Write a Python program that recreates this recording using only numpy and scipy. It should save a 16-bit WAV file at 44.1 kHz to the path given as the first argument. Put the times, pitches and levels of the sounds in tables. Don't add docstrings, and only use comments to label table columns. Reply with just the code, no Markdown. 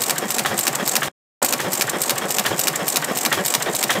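import sys
import numpy as np
from scipy import signal
from scipy.io import wavfile
from scipy.ndimage import uniform_filter1d

SR = 44100
rng = np.random.default_rng(int(sys.argv[2]) if len(sys.argv) > 2 else 0)


def store_pcm(level_fs):
    pcm = np.round(np.clip(level_fs, -1, 1) * 32767).astype(np.int16)
    wavfile.write(sys.argv[1], SR, np.atleast_2d(pcm).T)


N = 176400
TIME = np.arange(N) / SR
AFTER_DB, AFTER_S = -20, .013
RATTLE_SPREAD_DB = 1.6

# time of the tap in seconds, 1 if it fires or 0 if it coasts,
# then the gains in dB of tap, clack, knock and chuff.
CYCLES = [(-.269, 0, 0, 0, 0, 0), (.018, 0, 0, -1, -8, -2), (.305, 1, -3, 0, -1, 0), (.590, 0, 0, 1, -8, 0),
          (.876, 1, -1, 1, -3, 0), (1.16, 0, 0, 0, -8, -1), (1.447, 1, 0, 0, -4, -1),
          (1.732, 0, -1, 0, -7, 0), (2.017, 0, 0, 0, -8, 0), (2.306, 1, -2, 0, 0, 0),
          (2.5928, 0, 1, 1, -7, 0), (2.8805, 0, -1, 1, -5, 0), (3.1722, 1, -3, 0, 1, 1),
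          (3.4605, 0, 0, 1, -5, 1.5), (3.7493, 1, -2, 0, 2, 0)]
# centre in Hz, width in Hz, strength in dB.
CASTING_MODES = [(195, 25, -2), (350, 16, 3), (568, 34, 1), (750, 24, 5), (920, 30, -2), (1125, 45, 4),
                 (1310, 45, -6), (1861, 40, 3)]
PORT_MODES = [(1660, 100, 0), (2330, 50, 3), (2860, 70, 1), (3260, 45, 12), (3730, 35, 5), (5260, 80, 7)]


def valve_gear():
    # seconds into the cycle, level in dB, decay in seconds.
    taps = [(.0003, -6.7, .002), (.0062, -14.5, .0023)]
    clacks = [(.0783, -9.3, .0024), (.0853, -14.5, .0028), (.0893, -8.7, .003)]
    # seconds into a firing cycle, seconds into a coasting one, level in dB, length in seconds.
    rattles = [(-.023, -.023, -28, .004), (-.018, -.014, -23.5, .008), (-.006, -.005, -30, .005),
               (.012, .017, -19.5, .008), (.036, .04, -22, .012), (.057, .06, -24.5, .009),
               (.13, .136, -30, .009), (.236, .236, -31, .004), (.254, .251, -35, .005)]
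    # start in seconds, level in dB, length in seconds.
    latch = (.161, -19.5, .009)
    return_rattle = (1.4245, -15, .007)
    # frequency in Hz, relative level in dB.
    tap_colour = [(100, -26), (800, -14), (1800, -10), (3800, -5), (6000, -4), (8000, 0), (9800, -8.5),
                  (13200, 1), (15500, -7)]
    clack_colour = [(100, -25), (600, -7), (1100, -.5), (2300, 0), (3100, -3.5), (4200, -1.5), (6500, 0),
                    (8300, .5), (9800, -6), (12500, -2), (15500, -8)]
    rattle_colour = [(100, -35), (1500, -14), (3500, -11), (6000, -8), (7500, 1), (8600, -3), (9800, -14),
                     (12500, -8.5), (15500, -16)]
    # centre in Hz, width in Hz, strength in dB.
    steel_modes = [(2370, 120, 3), (2890, 120, 0), (3920, 140, 2), (4540, 80, 2), (5285, 80, 1),
                   (6046, 50, 2), (7690, 90, 2), (8820, 70, 4), (12100, 120, 0), (12570, 80, 1),
                   (13500, 140, 1)]
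    loose = np.zeros(N)
    for start, fires, *_ in CYCLES:
        rows = [(firing if fires else coasting, db, length) for firing, coasting, db, length in rattles]
        for offset, db, length in rows + ([] if fires else [latch]):
            jitter = .0005 * rng.standard_normal()
            add(loose, start + offset + jitter, rattle(db, length))
    add(loose, return_rattle[0], rattle(*return_rattle[1:]))
    tap = blows(taps, [(start, db) for start, _, db, *_ in CYCLES])
    clack = blows(clacks, [(start, db) for start, _, _, db, *_ in CYCLES])
    return (colour(tap, tap_colour, steel_modes) + colour(clack, clack_colour, steel_modes)
            + colour(loose, rattle_colour, steel_modes))


def blows(contacts, starts, alike=.45, contact_s=.00018, spread_db=.9):
    out, t = np.zeros(N), TIME[:SR // 12]
    for offset, db, decay in contacts:
        common = rng.standard_normal(len(t))
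        attack = np.minimum(t / contact_s, 1)
        shape = attack * (np.exp(-t / decay) + amp(AFTER_DB) * np.exp(-t / AFTER_S))
        for start, gain_db in starts:
            burst = np.sqrt(alike) * common + np.sqrt(1 - alike) * rng.standard_normal(len(t))
            level = amp(db + gain_db + spread_db * rng.standard_normal())
            add(out, start + offset, level * shape * burst)
    return out


def rattle(db, length, contacts_per_s=800, decay_s=.0011):
    t, power = TIME[:SR // 20], 0
    count = max(round(contacts_per_s * length), 1)
    for k, (when, force) in enumerate(rng.random((16, 2))[:count]):
        age = np.maximum(t - (k + when) * length / count, 0)
        arch = np.sin(np.pi * (k + .5) / count)
        ring = np.exp(-age / decay_s) + amp(AFTER_DB) * np.exp(-age / AFTER_S)
        power = power + arch * (.5 + force) * (age > 0) * ring ** 2
    level = amp(db + RATTLE_SPREAD_DB * rng.standard_normal())
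    return level * np.sqrt(power * length * SR / power.sum()) * rng.standard_normal(len(t))


def cylinder():
    # seconds into the cycle, level in dB, then rise, hold and decay in seconds.
    knock_swell = (.1428, -18, .0015, .015, .012)
    spit_swell = (.1525, -18, .003, .003, .004)
    hiss_swell = (.158, -27, .01, .012, .028)
    clank_swell = (.154, -26.5, .002, .004, .005)
    body_swells = [(-.014, -28, .008, .008, .01), (.03, -32, .006, .02, .02), (.058, -30, .004, .008, .015),
                   (.085, -26.3, .006, .01, .026), (.165, -32, .008, .015, .015)]
    return_swell = (1.416, -18.5, .002, .024, .012)
    # frequency in Hz, relative level in dB.
    knock_colour = [(80, -30), (250, -9), (700, -2), (1200, -2), (1800, 2), (2400, -8), (3400, -7),
                    (4500, -20), (15000, -40)]
    hiss_colour = [(100, -25), (1000, -4), (3500, 1), (5000, -2), (7500, 0), (10000, -5), (13000, -5),
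                   (15500, -10)]
    clank_colour = [(500, -25), (2400, -10), (3500, 0), (4600, -16), (15000, -35)]
    body_colour = [(60, -32), (130, -10), (250, -2), (500, 0), (800, -1), (1300, -7), (2500, -13),
                   (6000, -28), (15000, -45)]
    knock = swells([(start, db) for start, *_, db, _ in CYCLES], *knock_swell)
    firings = [(start, db) for start, fires, *_, db, _ in CYCLES if fires]
    leak = swells(firings, *spit_swell) + swells(firings, *hiss_swell)
    clank = swells([(start, 2.2 * db) for start, db in firings], *clank_swell)
    body = sum(swells([(start, 0) for start, *_ in CYCLES], *row) for row in body_swells)
    body += swells([(0, 0)], *return_swell)
    return (colour(gas(knock), knock_colour, CASTING_MODES)
            + colour(gas(leak), hiss_colour)
            + colour(gas(clank), clank_colour, PORT_MODES)
            + colour(gas(body), body_colour, CASTING_MODES))


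def exhaust():
    # seconds into the cycle, level in dB, then rise, hold and decay in seconds.
    chuff_swell = (.192, -23.8, .014, .032, .018)
    song_swell = (.194, -28.7, .008, .026, .009)
    # frequency in Hz, relative level in dB.
    chuff_colour = [(60, -35), (130, -11), (250, -3), (500, 1.5), (850, -4), (1400, -9), (1900, -9),
                    (2600, -20), (5000, -30), (15000, -45)]
    song_colour = [(200, -25), (1000, -8), (1700, 1), (2500, -8), (3500, -7), (4500, -17), (8000, -18),
                   (15000, -32)]
    starts = [(start, db) for start, *_, db in CYCLES]
    chuff = gas(swells(starts, *chuff_swell))
    song = gas(swells(starts, *song_swell))
    return colour(chuff, chuff_colour, CASTING_MODES) + colour(song, song_colour, PORT_MODES)


def pipe_thumps(spread_db=1.5):
    # middle in seconds into the cycle, width in seconds, pitch in Hz,
    # glide in octaves per second, level in dB when firing, level in dB when coasting.
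    booms = [(.098, .011, 230, -5, -29, -40), (.124, .014, 145, -6, -35, -31),
             (.17, .024, 145, 0, -36, -39), (.216, .02, 122, 22, -35.5, -50),
             (.239, .012, 190, 8, -26, -29.5), (.285, .017, 140, -8, -36, -37)]
    out, t = np.zeros(N), TIME[:SR // 7] - TIME[SR // 14]
    for start, fires, *_ in CYCLES:
        for offset, width, hz, glide, firing_db, coasting_db in booms:
            octaves = glide * t + .06 * rng.standard_normal()
            turns = np.cumsum(hz * 2 ** octaves) / SR + rng.random()
            db = (firing_db if fires else coasting_db) + spread_db * rng.standard_normal()
            envelope = np.sqrt(2) * amp(db) * np.exp(-(t / width) ** 2)
            add(out, start + offset + t[0], envelope * np.sin(2 * np.pi * turns))
    return out


def pings_and_squeaks(ping_hz=8830, ping_s=.008, squeak_hz=5330, squeak_s=.02, glide_hz_per_s=-7000):
    # seconds into the cycle, level in dB.
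    pings = [(.0055, -20), (.0895, -25)]
    out, t = np.zeros(N), TIME[:SR // 10]
    centred = t - t.mean()
    squeak_envelope = amp(-41) * np.exp(-(centred / squeak_s) ** 2)
    for start, *_ in CYCLES:
        for offset, db in pings:
            turns = ping_hz * (1 + .004 * rng.standard_normal()) * t + rng.random()
            level = amp(db + RATTLE_SPREAD_DB * rng.standard_normal())
            add(out, start + offset, level * np.exp(-t / ping_s) * np.sin(2 * np.pi * turns))
        waver = .012 * unit_rms(uniform_filter1d(rng.standard_normal(len(t)), size=60))
        hz = squeak_hz * (1 + waver) + glide_hz_per_s * centred
        add(out, start + .215 + centred[0], squeak_envelope * np.sin(2 * np.pi * np.cumsum(hz) / SR))
    return out


def gear_whirr(level_db=-31.5):
    # frequency in Hz, relative level in dB.
    whirr_colour = [(25, -32), (55, -30), (90, -26), (150, -4), (350, 0), (700, 0), (1400, -6), (1850, -5),
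                    (2700, -10.5), (4300, -15), (7800, -11), (9700, -18.5), (12600, -16), (15500, -21)]
    return colour(gas(amp(level_db)), whirr_colour, CASTING_MODES)


def shed(x, level_db=-16, t60_s=.25):
    t = TIME[:SR // 2]
    tail = rng.standard_normal(len(t)) * amp(-60 * t / t60_s) * (t > .006)
    return amp(level_db) * signal.oaconvolve(x, tail / np.linalg.norm(tail))[:N]


def gas(envelope, roughness=.24):
    sputter = unit_rms(uniform_filter1d(rng.standard_normal(N), size=90))
    return envelope * unit_rms(rng.standard_normal(N) * np.exp(roughness * sputter))


def swells(starts, offset, db, rise, hold, decay):
    out, t = np.zeros(N), TIME[:SR // 5]
    shape = np.clip(t / rise, 0, 1) * np.exp(-np.clip((t - rise - hold) / decay, 0, 30))
    for start, gain_db in starts:
        add(out, start + offset, amp(db + gain_db) * shape)
    return out


def colour(x, spectrum, modes=(), size=4096):
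    hz = abs(np.fft.fftfreq(size, 1 / SR))
    points_hz, points_db = np.transpose(spectrum)
    broad = amp(np.interp(np.log(hz + 1), np.log(points_hz), points_db))
    peaks = sum(amp(db) ** 2 / (1 + (2 * (hz - centre) / width) ** 2) for centre, width, db in modes)
    gain = unit_rms(broad * np.sqrt(1 + peaks))
    response = np.fft.ifft(np.exp(np.conj(signal.hilbert(np.log(gain))))).real
    return signal.oaconvolve(x, response[:size // 2])[:N]


def amp(db):
    return 10 ** (np.asarray(db) / 20)


def unit_rms(x):
    return x / np.sqrt(np.mean(x ** 2) + 1e-20)


def add(mix, start, sound):
    at = round(start * SR)
    sound = sound[max(-at, 0):]
    part = mix[max(at, 0):][:len(sound)]
    part += sound[:len(part)]


def scene():
    engine = valve_gear() + pings_and_squeaks() + cylinder() + exhaust() + pipe_thumps() + gear_whirr()
    return (engine + shed(engine))[None]


def record(dry, ceiling=.8, top_hz=15650):
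    # time in seconds, gain in dB.
    dropout = [(1.084, 0), (1.086, -17), (1.115, -37), (1.121, -120), (1.416, -120), (1.418, 0)]
    overloaded = ceiling * np.tanh(dry / ceiling)
    gain = amp(np.interp(TIME, *np.transpose(dropout)))
    lowpass = signal.firwin(301, top_hz, window=("kaiser", 9), fs=SR)
    return signal.oaconvolve(overloaded * gain, lowpass[None], "same")


dry = scene()
out = record(dry)
store_pcm(out)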